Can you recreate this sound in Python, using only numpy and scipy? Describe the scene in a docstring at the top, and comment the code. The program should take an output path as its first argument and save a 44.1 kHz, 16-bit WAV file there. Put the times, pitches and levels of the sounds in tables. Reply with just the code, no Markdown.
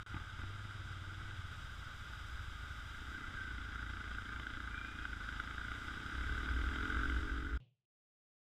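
"""First comes the low chug of two motorcycles over the steady roar of a waterfall, on a forest road.
The microphone rides on a single-cylinder bike, in a plastic case that gives everything a hollow ring.
A twin, about four metres ahead, blips its throttle and pulls away; the single follows, thumping and
knocking with each firing, squeals thinly and revs up into buffeting wind.
The sound drops out briefly near the start and cuts off with a soft thud."""
import sys
import numpy as np
from scipy import signal
from scipy.fft import rfft, irfft, next_fast_len
from scipy.io import wavfile
from scipy.ndimage import uniform_filter1d

SR = 44100
rng = np.random.default_rng(int(sys.argv[2]) if len(sys.argv) > 2 else 0)


def generate_wav(sig):
    """Save sig (samples, or channels by samples) to the path in sys.argv[1] as 16-bit PCM at SR."""
    pcm = np.round(np.clip(np.atleast_2d(sig).T, -1, 1) * 32767).astype(np.int16)
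    wavfile.write(sys.argv[1], SR, pcm)


N = 375732
TIME = np.arange(N) / SR


def from_db(db):
    """Decibels to gain."""
    return 10 ** (np.asarray(db) / 20)


def rms_one(x):
    """Scale to unit power."""
    return x / np.sqrt(np.mean(x ** 2) + 1e-20)


def in_time(rows):
    """A (time, value) curve, one value per sample."""
    return np.interp(TIME, *np.transpose(rows))


def during(start, end, ramp_s):
    """1 between two moments, 0 outside, with a ramp across each edge."""
    return np.clip(np.minimum(TIME - start, end - TIME) / ramp_s + .5, 0, 1)


def noise():
    """White noise of unit power per Hz."""
    return rng.standard_normal(N) * np.sqrt(SR / 2)


def drift(rate):
    """Unit-power wandering through `rate` random values a second."""
    return rms_one(np.interp(TIME * rate, np.arange(N), rng.standard_normal(N)))


def coloured(x, spectrum):
    """Filter by an outline of f/Hz, level/dB."""
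    size = next_fast_len(N + SR // 10)
    hz, db = np.transpose(spectrum)
    bins = np.maximum(np.arange(size // 2 + 1) * SR / size, 1)
    gain = from_db(np.interp(np.log(bins), np.log(hz), db))
    return irfft(rfft(x, size) * gain, size)[:N]


def resonance(x, hz, width_hz):
    """Two-pole resonance with gain 1 at its peak."""
    r = np.exp(-np.pi * width_hz / SR)
    poles = [1, -2 * r * np.cos(2 * np.pi * hz / SR), r * r]
    return signal.lfilter(np.array([1, 0, -1]) * (1 - r * r) / 2, poles, x + 1e-18)


def clicks(times, db):
    """Single-sample pushes at the given moments."""
    out = np.zeros(N)
    out[np.clip(np.round(np.asarray(times) * SR).astype(int), 0, N - 1)] = from_db(db)
    return out


def bursts(pushes, rise_s):
    """Each push becomes a short rattle that peaks after rise_s and dies away."""
    r = np.exp(-1 / (rise_s * SR))
    envelope = signal.lfilter([np.e * (1 - r)], [1, -2 * r, r * r], pushes + 1e-18)
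    return envelope * rng.standard_normal(N)


# revs of the single, right under the microphone: t/s, firing rate/Hz
REVS = [(0.0, 16.88), (0.52, 16.8), (0.97, 18.78), (2.11, 16.08), (2.62, 26.71), (2.85, 24.87),
        (3.14, 32.38), (3.47, 28.58), (4.19, 27.92), (4.57, 28.99), (5.02, 28.61), (5.22, 25.09),
        (5.96, 32.54), (6.29, 35.38), (7.05, 45.86), (7.55, 46.75)]
def octaves_over_cruise(cruise_hz=28.5):
    """The single's revs, in doublings from its cruising rate."""
    return np.log2(in_time(REVS) / cruise_hz)


# the single's throttle: t/s, opening/0-1
THROTTLE = [(0, 0.12), (2.15, 0), (2.9, 0), (3.1, 0.39), (3.8, 0.62), (4.5, 0.73), (4.9, .55), (5.35, .78),
            (5.9, .6), (6.5, 0.84), (6.92, 1), (7.15, 0.69), (7.55, 0.25)]
def effort_db(cruise_db, per_octave_db, throttle_db):
    """One engine part's level follows revs and throttle; cruise_db holds with the throttle shut."""
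    return cruise_db + per_octave_db * octaves_over_cruise() + throttle_db * in_time(THROTTLE)


# how well the frame carries the thump up to the rider: f/Hz, level/dB
FRAME = [(17, -14), (28, -16.5), (36, -6.5), (46, 0), (57, 3.5), (72, -4.5), (90, -3), (116, -25.5),
         (140, -21), (190, -30)]
# clutch held in, engine unloaded: from t/s, to t/s
CLUTCH_IN = [(-.2, 2.27), (2.98, 3.45)]
def thump(cycle, rate, unloaded_db=-14.5):
    """The four lowest engine orders peak together and shake the frame, less with the clutch in."""
    shake = 0
    for order in range(1, 5):
        frame_db = np.interp(order * rate, *np.transpose(FRAME))
        shake += from_db(frame_db + .7 * drift(10)) * np.cos(2 * np.pi * order * (cycle - .04))
    unloaded = sum(during(start, end, ramp_s=.16) for start, end in CLUTCH_IN)
    level_db = effort_db(-51.5, per_octave_db=-1, throttle_db=.5) + unloaded_db * unloaded
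    return from_db(level_db) * rms_one(shake)


# airbox resonances, close below the microphone: f/Hz, width/Hz, level/dB
AIRBOX = [(252.7, 54.5, -9), (275.7, 36, 1), (319.6, 27.3, -3.5), (424.3, 18, -7.5)]
def intake(firings, hiss_db=-42.5):
    """A turbulent gulp just before each firing rings the airbox into a growl."""
    gulps = clicks(firings - .0055, rng.normal(0, .41, len(firings)))
    air = gulps + .023 * bursts(gulps, rise_s=.003) + from_db(hiss_db) * rng.standard_normal(N)
    rung = sum((-1) ** k * from_db(db) * resonance(air, hz, width)
               for k, (hz, width, db) in enumerate(AIRBOX))
    growl = signal.sosfilt(signal.butter(2, [190, 480], "band", fs=SR, output="sos"), rung)
    return from_db(effort_db(-67.5, per_octave_db=14.6, throttle_db=8.2)) * rms_one(growl)


def silencer(firings, hz=212, width_hz=66):
    """One hollow puff per firing rings the silencer."""
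    puffs = clicks(firings - .006, rng.normal(0, 1.3, len(firings)))
    rung = resonance(resonance(puffs, hz, width_hz), hz, 2 * width_hz)
    return from_db(effort_db(-70.5, per_octave_db=1.6, throttle_db=11.5)) * rms_one(rung)


# the knock's rattle, heard from the saddle: f/Hz, level/dB
KNOCK_COLOUR = [(150, 2.5), (700, 1), (1150, -1.5), (1550, 4), (1800, -2), (2050, -4.5), (2600, -4.5),
                (3300, 2.5), (4500, -13.5), (8000, -24.5), (14000, -30.5)]
# the hardest knocks under load: t/s, level/dB above an ordinary knock
HARD_KNOCKS = [(4.3969, 5), (4.4677, 4.5), (4.6025, 5), (4.8469, 4.5), (5.0523, 5.5), (5.288, 6),
               (5.3991, 7), (5.7163, 5), (5.882, 5.5), (6.4875, 4.5), (6.7581, 6), (6.8272, 3.5),
               (7.0326, 4.5), (7.0976, 6)]
def knocking(firings, spread_db=.2):
    """Every firing sets off a short rattle and two rings; now and then one comes much harder."""
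    hard_s, hard_db = np.transpose(HARD_KNOCKS)
    gap_to_hard_s = np.abs(firings[:, None] - hard_s).min(axis=1)
    ordinary_s = firings[gap_to_hard_s > .01]
    ordinary_db = spread_db * np.clip(rng.standard_normal(len(ordinary_s)), -2, 1)
    taps = clicks(ordinary_s, ordinary_db) + clicks(hard_s, hard_db)
    rattle = coloured(bursts(taps, rise_s=.0013), KNOCK_COLOUR)
    lower_ring = from_db(23) * resonance(taps, hz=1512, width_hz=200)
    upper_ring = from_db(18) * resonance(taps, hz=2022, width_hz=130)
    level_db = effort_db(-80.5, per_octave_db=-2, throttle_db=16)
    return from_db(level_db) * rms_one(rattle + lower_ring + upper_ring)


# chain and valve gear at close range: f/Hz, level/dB
RUSH_COLOUR = [(150, 9), (600, -5), (1000, -2), (1500, 5), (2100, -1.5), (3300, -14.5), (5000, -11.5),
               (8000, -23.5), (14000, -33.5)]
def chain_and_valves(cycle):
    """The moving parts make a restless rush that swells with every firing."""
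    swell_db = 2.8 * np.cos(2 * np.pi * (cycle - .08))
    restless = noise() * from_db(swell_db + 1.4 * drift(260) + .7 * drift(18))
    rush = rms_one(coloured(restless, RUSH_COLOUR))
    return from_db(effort_db(-75.5, per_octave_db=6.5, throttle_db=9.9)) * rush


def single():
    """The rider's engine: one firing per cycle sets the beat for all five of its sounds."""
    rate = in_time(REVS)
    cycle = np.cumsum(rate) / SR
    firings = TIME[1:][np.diff(np.floor(cycle)) > 0]
    rush = chain_and_valves(cycle)
    return thump(cycle, rate) + intake(firings) + silencer(firings) + knocking(firings) + rush


# revs of the twin, a few metres up the road: t/s, cycle rate/Hz
TWIN_REVS = [(0, 19), (.34, 16.4), (.5, 19.7), (.66, 20.3), (.95, 18.2), (1.26, 19.3), (1.6, 14.7),
             (1.9, 12.9), (2.8, 13.2), (3.8, 16.9), (4.5, 22)]
# its engine orders: multiple of the cycle rate, level/dB
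TWIN_ORDERS = [(3, -14), (4, -14.5), (5, 2.5), (6, -3), (7, -1), (8, -3), (9, -8.5), (10, 0.5), (11, 3),
               (12, -5.5), (13, 1), (14, -11), (15, -6), (16, -7), (17, 3)]
# the response of its exhaust pipe: f/Hz, level/dB
TWIN_PIPE = [(35, -14.5), (60, 1), (98, 1.5), (120, -2.5), (150, -19), (210, -22), (260, -29), (315, -17.5),
             (400, -31.5)]
# a blip of its throttle, then a longer pull: from t/s, to t/s
TWIN_PULLS = [(.12, 0.22), (.39, 1.56)]
def twin(idle_db=-54.5, pull_db=4.5, gap_m=3.9, leaves_s=2.3, away_m_per_s=1.3):
    """Engine orders add up to a chug in the pipe, rasping on the throttle and fading with distance."""
    rate = in_time(TWIN_REVS)
    cycle = np.cumsum(rate) / SR + .0027 * drift(25)
    chug = 0
    for order, db in TWIN_ORDERS:
        pipe_db = np.interp(order * rate, *np.transpose(TWIN_PIPE))
        gain = from_db(db + pipe_db + drift(9))
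        chug += gain * np.cos(2 * np.pi * order * cycle + .45 * drift(4))
    puffs = noise() * (1 + .95 * np.cos(2 * np.pi * cycle))
    rasp = rms_one(resonance(resonance(puffs, hz=332, width_hz=200), hz=332, width_hz=400))
    pulling = sum(during(start, end, ramp_s=.054) for start, end in TWIN_PULLS)
    exhaust = rms_one(chug) + from_db(-24) * pulling * rasp
    distance_m = gap_m + away_m_per_s * np.maximum(TIME - leaves_s, 0)
    return from_db(idle_db + pull_db * pulling) * exhaust * gap_m / distance_m


# how much of the waterfall reaches the microphone, until rock screens it: t/s, level/dB
WATER_LEVEL = [(0, 1), (2.6, 2), (4.8, 1.1), (6.0, 4), (7.15, 4.5), (7.55, -2.5)]
# its roar and its spray, heard from the road: f/Hz, level/dB
ROAR = [(100, -80), (200, -94.5), (330, -95), (450, -101), (700, -100), (1000, -101), (2000, -108),
        (3800, -103), (6000, -116), (14000, -140)]
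SPRAY = [(2000, -130), (4500, -106), (8000, -111), (11000, -118), (14300, -124)]
def waterfall(spray_db=-3, turn_db=1, sheen_db=-119):
    """Falling water roars; its spray lifts and gains a sheen while the rider looks over the valley."""
    turned = during(1.5, 3.24, ramp_s=.19)
    roar = from_db(.61 * drift(40)) * coloured(noise(), ROAR)
    spray = from_db(spray_db + turn_db * turned + .5 * drift(40)) * coloured(noise(), SPRAY)
    sheen = from_db(sheen_db) * turned * resonance(noise(), hz=13800, width_hz=550)
    return from_db(in_time(WATER_LEVEL)) * (roar + spray + sheen)


# wind booming at the microphone: f/Hz, level/dB
BUFFET = [(4, -44), (14, -19.5), (35, -15.5), (50, -9.5), (60, 1.5), (70, -10), (90, -23.5), (150, -33.5),
          (400, -47.5), (1500, -81.5)]
# gusts round the windscreen: middle t/s, length/s, level/dB
GUSTS = [(6.32, 0.37, -38.5), (6.593, .35, -38.5), (7.083, 0.42, -43.5), (7.448, .35, -43)]
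def wind(cruise_db=-57.5, per_octave_db=20.4):
    """Eddies shed by the windscreen boom in lumps, louder once the bike passes cruising revs."""
    steady = from_db(cruise_db + per_octave_db * np.maximum(octaves_over_cruise(), 0))
    gusts = sum(from_db(db) * np.cos(np.pi * np.clip((TIME - middle) / length, -.5, .5)) ** 2
                for middle, length, db in GUSTS)
    return (steady + gusts) * from_db(.6 * drift(10)) * rms_one(coloured(noise(), BUFFET))


# tyres and frame on the road below: f/Hz, level/dB
RUMBLE = [(3, -100), (9, -71.5), (20, -69), (40, -74.5), (70, -81.5), (130, -89), (400, -115), (2000, -160)]
def road_rumble(cruise_db=-1.8, per_octave_db=11):
    """Rolling tyres rumble through the frame, louder above cruising revs."""
    level_db = cruise_db + per_octave_db * np.maximum(octaves_over_cruise(), 0)
    return from_db(level_db) * coloured(noise(), RUMBLE)


# drive-train clunks under the rider: t/s, level/dB
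CLUNKS = [(.142, -43.5), (0.163, -43), (0.198, -48.5), (0.389, -49.5), (0.434, -50), (1.211, -54),
          (3.338, -54), (3.547, -63)]
# their colour through the frame: f/Hz, level/dB
CLUNK_COLOUR = [(40, 20.5), (120, 17), (320, 15), (500, -3), (800, 4.5), (1400, -7), (2500, -8.5),
                (5000, -21), (12000, -48)]
def clunks():
    """The drive train takes up slack: dull blows with a little clatter on top."""
    blows = bursts(clicks(*np.transpose(CLUNKS)), rise_s=.0031)
    return coloured(blows, CLUNK_COLOUR)


# thin squeals along the road: start t/s, length/s, first f/Hz, last f/Hz, level/dB
SQUEALS = [(3.13, 0.083, 1514, 1643, -72.5), (3.204, 0.1, 1990, 2020, -78),
           (3.329, 0.25, 1615, 1450, -69.5), (4.275, 0.15, 2256, 2290, -74),
           (4.712, 0.31, 2360, 2400, -65.5), (4.858, 0.36, 2450, 2490, -71)]
def squeals(waver_hz=32, flutter_db=3):
    """Brief unsteady tones that glide, swell and fade."""
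    out = np.zeros(N)
    waver = waver_hz * drift(300)
    flutter = from_db(flutter_db * drift(130) - 1)
    for start, length, first_hz, last_hz, db in SQUEALS:
        on = (TIME > start) & (TIME < start + length)
        along = (TIME[on] - start) / length
        hz = first_hz + (last_hz - first_hz) * along + waver[on]
        swell = np.sin(np.pi * np.sqrt(along))
        tone = np.sqrt(2) * np.sin(2 * np.pi * np.cumsum(hz) / SR)
        out[on] += from_db(db) * flutter[on] * swell * tone
    return out


def scene():
    """Both bikes, the water, the wind and the road, in mono at the rider's position."""
    return (single() + twin() + clunks() + squeals() + waterfall() + wind() + road_rumble())[None]


# resonances of the plastic case round the microphone: f/Hz, width/Hz, level/dB
CASE = [(870, 43, 6), (1225, 213, 13), (1424, 267, 14.5), (1574.4, 240, 13), (2011, 165, 11),
        (2233, 320, 6), (3200, 1250, 10), (3780, 350, 6), (4235, 624, -9.5), (4944.2, 250, 8),
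        (5750, 56, 5), (7550, 810.2, 3.5), (13779.3, 614.4, 2)]
def case_ring(sound):
    """Each resonance of the case lifts or dips one band, so everything rings hollow."""
    for hz, width, db in CASE:
        gain = np.sqrt(from_db(db))
        band = np.tan(np.pi * width / SR)
        centre = -2 * np.cos(2 * np.pi * hz / SR)
        zeros = [1 + band * gain, centre, 1 - band * gain]
        poles = [1 + band / gain, centre, 1 - band / gain]
        sound = signal.lfilter(zeros, poles, sound)
    return sound


THUD_S = 7.602
# bands of the closing thud: f/Hz, width/Hz, level/dB, t60/s
THUD_BANDS = [(122.7, 37, -55.5, 0.32), (400, 420, -76, 0.34), (2850, 1140, -73.5, 0.34)]
def thud():
    """A soft dull thud with a faint bright ring: bands of noise that start together and die away."""
    age = np.maximum(TIME - THUD_S, 0)
    out = 0
    for hz, width, db, t60 in THUD_BANDS:
        band = rms_one(resonance(resonance(noise(), hz, width), hz, width))
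        out += from_db(db - 60 * age / t60) * band
    return out * (age > 0)


# the sound is on: from t/s, to t/s
SOUND_ON = [(0, .031), (.063, 7.575)]
def record(dry, leak_db=-30, cutoff_hz=15200):
    """The case rings; the sound drops out briefly, then cuts off with a soft thud; the top is cut."""
    gate = sum(1. * ((TIME >= start) & (TIME < end)) for start, end in SOUND_ON)
    gate = uniform_filter1d(gate, size=64)
    leak = from_db(leak_db) * (TIME < THUD_S)
    lowpass = signal.ellip(10, .1, 80, cutoff_hz, fs=SR, output="sos")
    return signal.sosfilt(lowpass, case_ring(dry) * (gate + leak) + thud())


dry = scene()
out = record(dry)
generate_wav(out)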